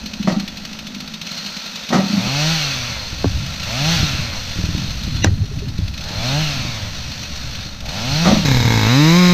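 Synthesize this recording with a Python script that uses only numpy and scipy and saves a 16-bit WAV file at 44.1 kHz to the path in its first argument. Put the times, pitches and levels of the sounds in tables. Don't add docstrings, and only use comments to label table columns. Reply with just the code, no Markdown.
import sys
import numpy as np
from scipy import signal
from scipy.fft import rfft, irfft, next_fast_len
from scipy.io import wavfile
from scipy.ndimage import uniform_filter1d

SR = 44100
rng = np.random.default_rng(int(sys.argv[2]) if len(sys.argv) > 2 else 0)


def store_wav(level_fs):
    pcm = np.round(np.clip(np.atleast_2d(level_fs), -1, 1) * 32767)
    wavfile.write(sys.argv[1], SR, pcm.T.astype(np.int16))


def linear_from_db(decibels):
    return 10 ** (np.asarray(decibels, float) / 20)


N = 411453
T = np.arange(N) / SR
PADDED = next_fast_len(N)
HZ = np.maximum(np.fft.rfftfreq(PADDED, 1 / SR), 1)


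def rms_one(x):
    return x / np.sqrt(np.mean(x ** 2) + 1e-20)


def at_hz(points, hz):
    point_hz, point_db = np.array(points)[:, 0], np.array(points)[:, 1]
    return np.interp(np.log(hz), np.log(point_hz), point_db)


def in_time(rows, fade=0.04):
    s, *columns = np.transpose(rows)
    since_start = T - s[0] + fade * (s[0] < fade)
    until_end = s[-1] - T + fade
    gate = np.clip(np.minimum(since_start, until_end) / fade, 0, 1)
    return [gate] + [np.interp(T, s, c) for c in columns]


def colour(x, *spectra):
    gains = [linear_from_db(at_hz(points, HZ)) for points in spectra]
    shaped = irfft(rfft(x, PADDED) * np.prod(gains, axis=0), PADDED)[:N]
    return shaped / np.sqrt(np.mean(gains[0] ** 2))


def drift(rate, t=T):
    return np.interp(t, np.arange(2000) / (2 * rate), rng.standard_normal(2000)) * 1.532


def ring(x, hz, t60):
    r, w = linear_from_db(-60 / (t60 * SR)), 2 * np.pi * hz / SR
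    return signal.lfilter([0, np.sin(w)], [1, -2 * r * np.cos(w), r * r], x + 1e-18)


def peak(x, hz, width):
    r = np.exp(-np.pi * width / SR)
    zeros = np.array([1, 0, -1]) * (1 - r * r) / 2
    return signal.lfilter(zeros, [1, -2 * r * np.cos(2 * np.pi * hz / SR), r * r], x)


def clicks(rows):
    out = np.zeros(N)
    out[[round(row[0] * SR) for row in rows]] = linear_from_db(np.array([row[1] for row in rows]))
    return out


def puff(x, rise, t60):
    a, r = np.exp(-1 / (rise * SR)), linear_from_db(-60 / (t60 * SR))
    decay = signal.lfilter([1], [1, -r], x + 1e-18)
    return signal.lfilter([1 - a], [1, -a], decay)


def soften(x, hz):
    return signal.lfilter(*signal.butter(2, hz, fs=SR), x)


# [t/s, level/dB]
WIND_GUSTS = [(0.0, -40), (0.57, -39.5), (1.8, -58), (2.25, -38), (3.12, -34), (3.33, -27), (3.6, -31.5),
              (4.15, -27), (4.6, -30.5), (4.95, -28.5), (5.27, -25.5), (5.7, -28), (6.55, -29.5),
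              (7.75, -33), (8.31, -25.5), (8.8, -26.5), (8.96, -38), (9.33, -30)]
# [f/Hz, level/dB per Hz]
WIND_LOW = [(15, 2.5), (30, -18), (55, 2), (80, -3.5), (120, -33), (400, -54.5)]
WIND_HIGH = [(40, -34), (85, 4.5), (130, 3), (220, -4.5), (330, -15.5), (400, -41), (900, -74)]
# [t/s, peak level/dB]
WIND_SLAPS = [(3.129, -16.5), (4.03, -5.5), (4.149, -14), (4.302, -30), (4.56, -16), (4.588, -9.5),
              (4.61, -17), (4.639, -9.5), (4.665, -15), (4.689, -10.5), (4.72, -29), (4.749, -7.5),
              (5.078, -12.5), (5.789, -10), (6.107, -16), (6.65, -12.5), (7.06, -27), (7.371, -26),
              (7.66, -19.5)]


def wind():
    _, wind_db = in_time(WIND_GUSTS)
    low, high = rng.standard_normal((2, N))
    low_db = wind_db + 1.06 * drift(12)
    high_db = wind_db + 0.49 * (wind_db + 29.0) - 0.5 + 2.4 * drift(11)
    low = linear_from_db(low_db) * rms_one(colour(low, WIND_LOW))
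    high = linear_from_db(high_db) * rms_one(colour(high, WIND_HIGH))
    slaps = soften(clicks(WIND_SLAPS), 450)
    thump = ring(slaps, 94, 0.065) + 0.5 * ring(slaps, 170.0, 0.11) + 0.167 * ring(slaps, 293, 0.11)
    return low + high + thump


# [t/s, peak level/dB, boom f/Hz, length/s]
BARROW_BLOWS = [(0.198, -10.5, 200, 0.043), (0.241, -16, 195, .065), (0.273, -3.5, 199, 0.057),
                (0.304, -15, 201, 0.055), (0.32, -9.5, 179, 0.056), (0.362, -9, 203, 0.078),
                (0.398, -19, 206, 0.077), (0.427, -21, 195, .07), (1.902, -11, 215, 0.031),
                (1.92, -9, 235, 0.052), (1.939, -6, 180, 0.042), (1.953, -2, 214, 0.037),
                (1.968, -11, 195, .06), (1.983, -4.5, 190, 0.049), (2.004, -14, 187, .065),
                (2.03, -10.5, 194, 0.057), (2.055, -14.5, 189, 0.064), (2.095, -12, 205, 0.062),
                (2.129, -8.5, 205, .075), (2.168, -8, 192, 0.086), (2.196, -18, 200, .06),
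                (2.231, -16, 200, 0.048), (2.256, -13.5, 200, .06), (8.25, -9, 200, 0.033),
                (8.266, -4, 190, 0.039), (8.286, -3, 197, .045), (8.307, -2, 202, 0.032),
                (8.322, -2.5, 218, 0.056), (8.36, -10.5, 212, 0.093), (8.393, -12, 186, 0.081)]
# [t/s, peak level/dB, boom f/Hz, length/s]
TYRE_BLOWS = [
    (3.258, -1.5, 100, 0.066),
    (3.331, -14.5, 70, .14),
    (5.258, -1.5, 95.6, 0.088),
    (5.31, -4.5, 92, 0.066),
    (5.397, -5, 91, 0.082),
    (5.417, -14, 93, 0.072),
    (5.816, -7, 92, 0.075),
]
OVERTONE_RATIO, OVERTONE_DB = 1.398, -12.5


def booms():
    out = np.zeros(N)
    t = T[:SR // 3]
    for s, peak_db, hz, length in BARROW_BLOWS + TYRE_BLOWS:
        start = round(s * SR)
        swell = (1 - np.exp(-t * hz * 1.47)) ** 2 * linear_from_db(-60 * (t / length) ** 1.56)
        first = np.sin(2 * np.pi * hz * t)
        second = linear_from_db(OVERTONE_DB) * np.sin(2 * np.pi * OVERTONE_RATIO * hz * t)
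        out[start:start + len(t)] += linear_from_db(peak_db + 3.0) * swell * (first + second)
    return out


# [t/s, peak level/dB]
HARD_LANDINGS = [
    (.272, -10.5),
    (1.904, -20.5),
    (1.926, -7),
    (1.938, -19.5),
    (1.956, -35),
    (2.259, -21),
    (8.247, -9),
    (8.265, -12.5),
    (8.31, -18),
]
# [f/Hz, width/Hz, level/dB]
LOG_RINGS = [(340, 50, 9), (570, 50, 6), (640, 50, 4), (750, 30, 9), (905, 30, 6), (1170, 35, 8),
             (1290, 40, 11), (1900, 80, 8)]
# [f/Hz, level/dB per Hz]
CLATTER = [(130, -30), (300, 4), (420, 7.5), (600, 8), (1300, 2), (2300, -2.5), (3200, -29)]
LANDING_EDGE = [(1200, -18), (2500, 4), (6000, 4), (8000, -15.5), (13000, -38)]


def clatter():
    hard = clicks(HARD_LANDINGS)
    rattle = puff(hard, rise=0.00093, t60=0.35) * rng.standard_normal(N)
    rung = sum(linear_from_db(db) * peak(rattle, hz, width) for hz, width, db in LOG_RINGS)
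    edge = puff(hard, rise=0.0041, t60=0.27) * rng.standard_normal(N)
    return linear_from_db(-13.5) * colour(rattle + rung, CLATTER) + linear_from_db(-16.0) * colour(edge, LANDING_EDGE)


# [t/s, peak level/dB]
SET_DOWN = [
    (3.2425, 0.5),
    (3.247, -16),
    (3.254, -9),
]
# [f/Hz, level/dB, t60/s]
BLOCK_MODES = [(169, 1, 0.046), (274, 0, 0.093), (380, 8, 0.017), (595, 9, 0.0079), (836, 4.5, 0.008),
               (1120, -9, 0.024), (1580, -9, .015)]


def log_set_down():
    landing = soften(clicks(SET_DOWN), 2000)
    modes = [linear_from_db(db) * ring(landing, hz, t60) for hz, db, t60 in BLOCK_MODES]
    return 0.33 * sum((-1) ** k * mode for k, mode in enumerate(modes))


# [t/s, peak level/dB]
KNOCKS = [
    (5.315, -32),
    (5.43, -30),
    (5.512, -27.5),
    (5.62, -23.5),
]


def knocks():
    return peak(ring(clicks(KNOCKS), 405, 0.083), 405, 90)


# [t/s, level/dB]
SINGING = [
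    (5.212, -58),
    (5.222, -29),
    (5.231, -25),
    (5.235, -24),
    (5.245, -9.5),
    (5.248, -60),
]
BLADE_HZ = [2000, 2770, 3900, 5950]
# [f/Hz, level/dB, t60/s]
AXE_MODES = [(333, 5, 0.012), (740, 9.5, 0.0051), (1590, 4, 0.011), (2200, -30, .03), (3600, -22, .008),
             (5540, 3, 0.0049), (7300, 1.5, 0.0049)]
AXE_S, AXE_DB = 5.2458, 2


def axe():
    gate, sing_db = in_time(SINGING, fade=.002)
    blade = sum(rms_one(peak(peak(rng.standard_normal(N), hz, 200), hz, 300)) for hz in BLADE_HZ)
    crack = clicks([(AXE_S, AXE_DB), (AXE_S + 0.0077, AXE_DB - 36)])
    dulled = soften(crack, 8500)
    body = -.45 * sum(linear_from_db(db) * ring(dulled, hz, t60) for hz, db, t60 in AXE_MODES)
    splinter = puff(crack, rise=0.00036, t60=0.16) * rng.standard_normal(N)
    tail = colour(splinter, [(300, 8.5), (800, -4), (2500, -10.5), (6500, -15), (9000, -44), (15000, -52)])
    knock = clicks([(5.2725, -21)])
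    block = ring(knock, 1440, 0.016) + ring(knock, 1880, 0.041)
    return gate * linear_from_db(sing_db) * blade / 2 + body + linear_from_db(-16.0) * tail + block


# [crank order, level/dB at 160 Hz]
FAN = [(5, -41), (8, -45), (9, -41), (10, -42), (11, -42), (12, -45), (13, -41), (14, -44), (15, -42),
       (16, -43), (17, -42), (18, -37.5), (19, -33), (20, -40), (21, -35), (22, -41), (23, -42)]
# [f/Hz, level/dB]
FAN_COVER = [(1600, 0), (1950, -4), (2300, 1), (2700, 2), (3100, -5), (3600, -2)]
THROTTLE_LAG_S, SHUT_HZ_PER_S = .1, -32


def engine(rev, orders, exhaust, second, sprocket_db, whine_db, bite_db, rough, scatter, fade, count,
           coast_until_s=0):
    gate, speed = in_time(rev, fade)
    on = gate > 0
    t, hz = T[on], speed[on]
    coasting = (np.gradient(hz) * SR < SHUT_HZ_PER_S) | (t < coast_until_s)
    shut = uniform_filter1d(1. * coasting, round(THROTTLE_LAG_S * SR))
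    octaves = np.log2(hz / 150)
    first_db, second_db, burn_db, fan_db = [db + slope_db * octaves - lost_db * shut
                                            for db, slope_db, lost_db in orders]
    burn_db = burn_db - bite_db[0] * (1 - shut) * octaves
    second_db = second_db - bite_db[1] * (1 - shut) * octaves
    angle = 2 * np.pi * np.cumsum(hz) / SR
    tone = linear_from_db(first_db) * np.cos(angle)
    tone += linear_from_db(second_db + at_hz(second, 2 * hz)) * np.cos(2 * angle)
    for k in range(3, count):
        order_db = burn_db + at_hz(exhaust, k * hz) + sprocket_db * (k % 6 == 0) + 30 * rough * drift(17, t)
        wander = rough * np.sqrt(k) * drift(25, t) + scatter * rng.normal()
        tone += linear_from_db(order_db) * np.cos(k * angle + wander)
    for k, db in FAN:
        blade_db = db + fan_db + whine_db + at_hz(FAN_COVER, k * hz) + 2.2 * drift(12, t)
        wander = .3 * drift(20, t) + 3 * rng.normal()
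        tone += linear_from_db(blade_db) * (hz / 160) ** 2.1 * np.cos(k * angle + wander)
    out = np.zeros((2, N))
    out[:, on] = np.sqrt(2) * gate[on] * tone, angle
    return out


# [f/Hz, level/dB]
POP_TILT = [(1000, -2.5), (2500, 5), (7000, 2), (12000, 6)]
# [f/Hz, level/dB per Hz]
ROAR = [(250, -79), (400, -5.5), (470, -2), (570, 3), (700, 0), (1300, -5), (1900, -2), (4000, -59)]
# [f/Hz, side over mid level/dB]
TOP_SIDE = [(9800, -50.5), (10300, -30), (11000, -9), (11800, -1.5), (15600, -4)]
RING_SWAY_DB = 2.5


def rasp(rows, roar_law, spectrum, rings, beat, bursts, fade):
    gate, rasp_db = in_time(rows, fade)
    steady = gate * linear_from_db(rasp_db + .4 * drift(12)) * rms_one(beat)
    mid, side, low = rng.standard_normal((3, N))
    mid = mid * steady + 0.51 * colour(mid * bursts, POP_TILT)
    side = side * steady + 0.43 * colour(side * bursts, POP_TILT)
    mid = mid + sum(linear_from_db(db + RING_SWAY_DB * drift(3)) * peak(mid, hz, width) for hz, width, db in rings)
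    roar_db, ignored_swing = roar_law
    roar = colour(low * steady * linear_from_db(roar_db - ignored_swing * (rasp_db + 32.5)), ROAR)
    wide = .5 * side - .2 * mid + .55 * np.roll(mid, 1)
    return np.array([linear_from_db(-1.5) * colour(mid, spectrum) + roar, colour(wide, spectrum, TOP_SIDE)])


# [t/s, peak level/dB]
POPS = [(0.0588, -15), (0.1345, -16.5), (0.2266, -18), (0.3197, -20), (0.397, -13.5), (0.4776, -14.5),
        (0.57, -18), (0.6506, -15.5), (0.7286, -20.5), (0.7884, -18.5), (0.8682, -16), (0.9462, -18),
        (1.0033, -15), (1.075, -19.5), (1.1383, -16.5), (1.2136, -12.5), (1.267, -18), (1.315, -15.5),
        (1.3753, -16.5), (1.4611, -15), (1.5668, -18.5), (1.6596, -18.5), (1.757, -16), (1.837, -27),
        (1.8896, -15), (3.3878, -30), (3.462, -21), (3.5355, -25), (3.5964, -20), (3.6308, -14),
        (4.6535, -17), (4.777, -22), (4.9047, -20), (5.034, -19), (5.1595, -23), (5.4545, -32),
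        (5.5873, -23), (5.684, -22), (5.781, -22.5), (5.879, -19.5), (5.9385, -20.5), (5.9763, -17),
        (6.0084, -19), (6.0378, -19), (6.086, -21), (7.1156, -25), (7.2285, -25), (7.3594, -21),
        (7.5517, -21), (7.8042, -20), (7.856, -19), (7.8875, -17)]
# [f/Hz, level/dB, t60/s]
POP_MODES = [(2570, -19, .03), (2950, -16, .03), (3950, -19, .03), (4200, -19, .03)]
# [t/s, level/dB]
IDLE = [
    (0, -32),
    (1.9, -40),
    (3.0, -45),
    (8.0, -43.5),
]
IDLE_HZ = 51.8


def idle(idle_turns, pops):
    gate, idle_db = in_time(IDLE)
    push = np.diff(np.floor(idle_turns), prepend=0) * linear_from_db(3.4 * drift(30)) + 0.044 * rng.standard_normal(N)
    growl = peak(peak(push, 218.0, 55), 180, 75)
    growl = growl + 0.12 * peak(peak(growl, 251, 47), 233, 66)
    thump = linear_from_db(-15.5) * ring(pops, 168.0, 0.17)
    casing = sum(linear_from_db(db) * ring(pops * linear_from_db(2.5 * drift(30)), hz, t60) for hz, db, t60 in POP_MODES)
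    return gate * linear_from_db(idle_db) * rms_one(growl) + thump + casing


# [t/s, f/Hz]
REV_1 = [
    (2.1, 94.8),
    (2.2, 111.7),
    (2.35, 140.6),
    (2.414, 150.3),
    (2.528, 165.4),
    (2.64, 145),
    (2.756, 129.8),
    (2.888, 118.4),
    (3.02, 102.7),
]
REV_2 = [
    (3.62, 79.9),
    (3.722, 113.2),
    (3.816, 141.9),
    (3.878, 161.3),
    (3.93, 170.3),
    (4.03, 149.6),
    (4.13, 133.4),
    (4.24, 119.3),
    (4.35, 106.3),
]
REV_3 = [
    (5.95, 63.2),
    (6.05, 80.2),
    (6.143, 96.3),
    (6.317, 136.3),
    (6.414, 159),
    (6.53, 138.9),
    (6.65, 121.7),
    (6.85, 100.8),
]
REV_4 = [
    (7.79, 57),
    (7.9, 77.8),
    (7.974, 100.4),
    (8.14, 146.3),
    (8.24, 173),
    (8.29, 180.8),
    (8.44, 150.1),
]
# [orders level/dB, bite of upper orders, of the second/dB per octave down]
FACING = [
    (-3, 0.1, 4),
    (-2.9, 0.1, 0),
    (-1, -4, -2),
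    (-3.5, 5, 13),
]
FACING_WHINE_DB = [2, 1.5, -2, -3]
# [level/dB at 150 Hz, dB per octave of speed, dB lost when shut]
FAR_ORDERS = [(-16.5, 22.5, 5.5), (-32.5, 4, 7), (-36, 14.5, 12.5)]
# [level/dB at 150 Hz, dB per octave of speed, dB lost when shut]
FAR_WHINE = (0, 0, 0.5)
# [f/Hz, level/dB]
FAR_EXHAUST = [(200, 3), (430, -9), (600, 5.5), (850, 2.5), (1300, -19), (2000, -6), (2800, -10),
               (4500, -50)]
# [f/Hz, level/dB]
FAR_SECOND = [(160, -11), (250, 5), (340, 0.5)]
# [t/s, level/dB]
FAR_RASP = [(0.0, -36), (1.22, -38.5), (1.3, -31), (1.9, -31.5), (2.5, -19.5), (3.03, -29.5), (3.6, -30.5),
            (3.9, -19), (4.32, -28), (5.19, -32.5), (5.28, -39.5), (5.95, -39), (6.28, -24), (6.42, -23.5),
            (6.86, -30.5), (7.6, -32.5), (7.82, -39), (7.92, -28), (8.25, -21), (8.44, -24.5)]
# [f/Hz, level/dB per Hz]
FAR_COLOUR = [(710, -16), (1200, -9.5), (1340, -4), (1690, -8), (2680, -1.5), (3180, -3), (3600, -3),
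              (4250, -0.5), (5100, -5.5), (6190, -5.5), (7270, -19), (8450, -22), (10700, -36.5),
              (12700, -20), (14100, -27.5), (15600, -22)]
# [f/Hz, width/Hz, level/dB over the rasp]
FAR_RINGS = [(1360, 40, -5), (2570, 20, 1), (3445, 20, 4), (3735, 30, 4), (4200, 100, 2), (4500, 40, 0),
             (5200, 40, -2), (5790, 120, -4), (6160, 30, -2)]
# [level/dB over the rasp, share of the rasp's swing it ignores]
FAR_ROAR = (-9.5, 0.38)


def far_saw():
    tone, angle = np.zeros((2, N))
    for rev, facing, whine_db in zip((REV_1, REV_2, REV_3, REV_4), FACING, FACING_WHINE_DB):
        facing_db, *bite_db = facing
        rev_tone, rev_angle = engine(rev, FAR_ORDERS + [FAR_WHINE], FAR_EXHAUST, FAR_SECOND, sprocket_db=2.5,
                                     whine_db=whine_db, bite_db=bite_db, rough=.04, scatter=2.5, fade=.07,
                                     count=13)
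        tone += linear_from_db(facing_db) * rev_tone
        angle += rev_angle
    idle_turns = np.cumsum(IDLE_HZ * (1 + 0.0206 * drift(4))) / SR
    pops = clicks(POPS) * linear_from_db(-0.5)
    bursts = linear_from_db(0.5) * puff(pops, rise=0.0017, t60=0.033)
    bursts = bursts + linear_from_db(-35.5) * puff(pops, rise=0.088, t60=0.95)
    revving = tone != 0
    beat = 1 + 0.072 * np.cos(angle) * revving + 0.16 * np.cos(2 * np.pi * idle_turns) * ~revving
    out = rasp(FAR_RASP, FAR_ROAR, FAR_COLOUR, FAR_RINGS, beat, bursts, fade=0.096)
    out[0] += tone + idle(idle_turns, pops)
    return out


# [first turn, last turn, firings, peak level/dB]
MISFIRES = [
    (2, 2, 1, -9),
    (6, 14, 3, -10),
    (17, 21, 2, -10.5),
    (24, 33, 4, -10.5),
    (35, 51, 9, -10.5),
]
FIRING_LEAD_TURNS = .13
FIRING_SPREAD_DB = 1.8


def firings(angle):
    turns = np.maximum.accumulate(angle) / (2 * np.pi) + FIRING_LEAD_TURNS
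    rows = []
    for first, last, count, db in MISFIRES:
        for turn in np.linspace(first, last, round(count)):
            rows.append((np.searchsorted(turns, turn) / SR, db + FIRING_SPREAD_DB * rng.normal()))
    return clicks(rows)


# [t/s, f/Hz]
NEAR_REV = [(8.4434, 143.1), (8.5, 135.5), (8.55, 125.3), (8.67, 116.0), (8.76, 112.3), (8.81, 105.9),
            (8.865, 109.6), (8.93, 125.4), (9.0, 146.7), (9.09, 162.8), (9.19, 180.8), (9.33, 176.8)]
# [level/dB at 150 Hz, dB per octave of speed, dB lost when shut]
NEAR_ORDERS = [(-11, 7.5, 3.8), (-17, 2, 13.3), (-31.5, 4, 9.2), (-14, 7, 0.1)]
# [f/Hz, level/dB]
NEAR_EXHAUST = [(300, -4), (520, 5), (720, -2.5), (1020, 2.5), (1600, -2.5), (2250, 0.5), (2750, -5),
                (3200, -7), (3600, -10), (3900, 3.5), (4300, -11), (4800, -27)]
# [f/Hz, level/dB]
NEAR_SECOND = [(215, -3), (295, 4.5), (360, -5)]
# [t/s, level/dB]
NEAR_RASP = [
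    (8.44, -20),
    (8.65, -23.5),
    (8.85, -23),
    (8.95, -21),
    (9.282, -19.5),
    (9.33, -22),
]
# [f/Hz, level/dB per Hz]
NEAR_COLOUR = [(710, -12), (1200, -12), (1590, -11), (1840, -7), (2140, -8), (2700, -10), (3320, -13),
               (3900, 0), (4740, -10), (6330, -8.5), (9710, -38), (10900, -63), (11800, -25.5),
               (13100, -20.5), (14800, -31), (15600, -45)]
# [f/Hz, width/Hz, level/dB over the rasp]
NEAR_RINGS = [(2250, 80, 2), (2600, 60, -4), (3730, 64, 0), (5030, 80, 6), (6200, 38, -5)]
# [level/dB over the rasp, share of the rasp's swing it ignores]
NEAR_ROAR = (-14, .9)
# [f/Hz, level/dB, t60/s]
MUFFLER = [(262, 6.5, 0.027), (468, 1.5, 0.024), (916, 5, 0.015), (1630, 4, 0.013), (2156, -3.5, 0.052),
           (3370, -6.5, 0.037), (3770, -13, 0.034), (4100, -18, 0.028)]
CATCH_S = 8.85


def near_saw():
    tone, angle = engine(NEAR_REV, NEAR_ORDERS, NEAR_EXHAUST, NEAR_SECOND, sprocket_db=4, whine_db=0,
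                         bite_db=(0, 0), rough=.02, scatter=.5, fade=.004, count=34, coast_until_s=CATCH_S)
    fired = firings(angle)
    bursts = linear_from_db(-8.5) * puff(fired, rise=.0005, t60=.035)
    beat = 1 + 0.047 * np.cos(angle)
    out = rasp(NEAR_RASP, NEAR_ROAR, NEAR_COLOUR, NEAR_RINGS, beat, bursts, fade=.004)
    muffler = sum(linear_from_db(db) * ring(fired, hz, t60) for hz, db, t60 in MUFFLER)
    out[0] += tone + linear_from_db(-6.0) * muffler
    return out


HANDOVER_S, HANDOVER_FADE_S = 8.448, .0025
LOW_CUT_HZ = 36.5


def scene():
    near = (T - HANDOVER_S) / HANDOVER_FADE_S
    mid, side = far_saw() * np.clip(-near, 0, 1) + near_saw() * np.clip(near, 0, 1)
    airborne = mid + booms() + clatter() + log_set_down() + knocks() + axe()
    port = signal.butter(4, LOW_CUT_HZ, "high", fs=SR, output="sos")
    mid = signal.sosfilt(port, airborne) + wind()
    return np.array([mid + side, mid - side])


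def top_cut(x):
    return signal.sosfilt(signal.butter(12, 15720, fs=SR, output="sos"), x)


def record(dry):
    top = .94
    rounded = top * dry / (1 + np.abs(dry / top) ** 6) ** (1 / 6)
    treble_end = signal.cheby2(16, 70, 15800, fs=SR, output="sos")
    finished = signal.sosfilt(treble_end, rounded)
    return top_cut(finished)


dry = scene()
out = record(dry)
store_wav(out)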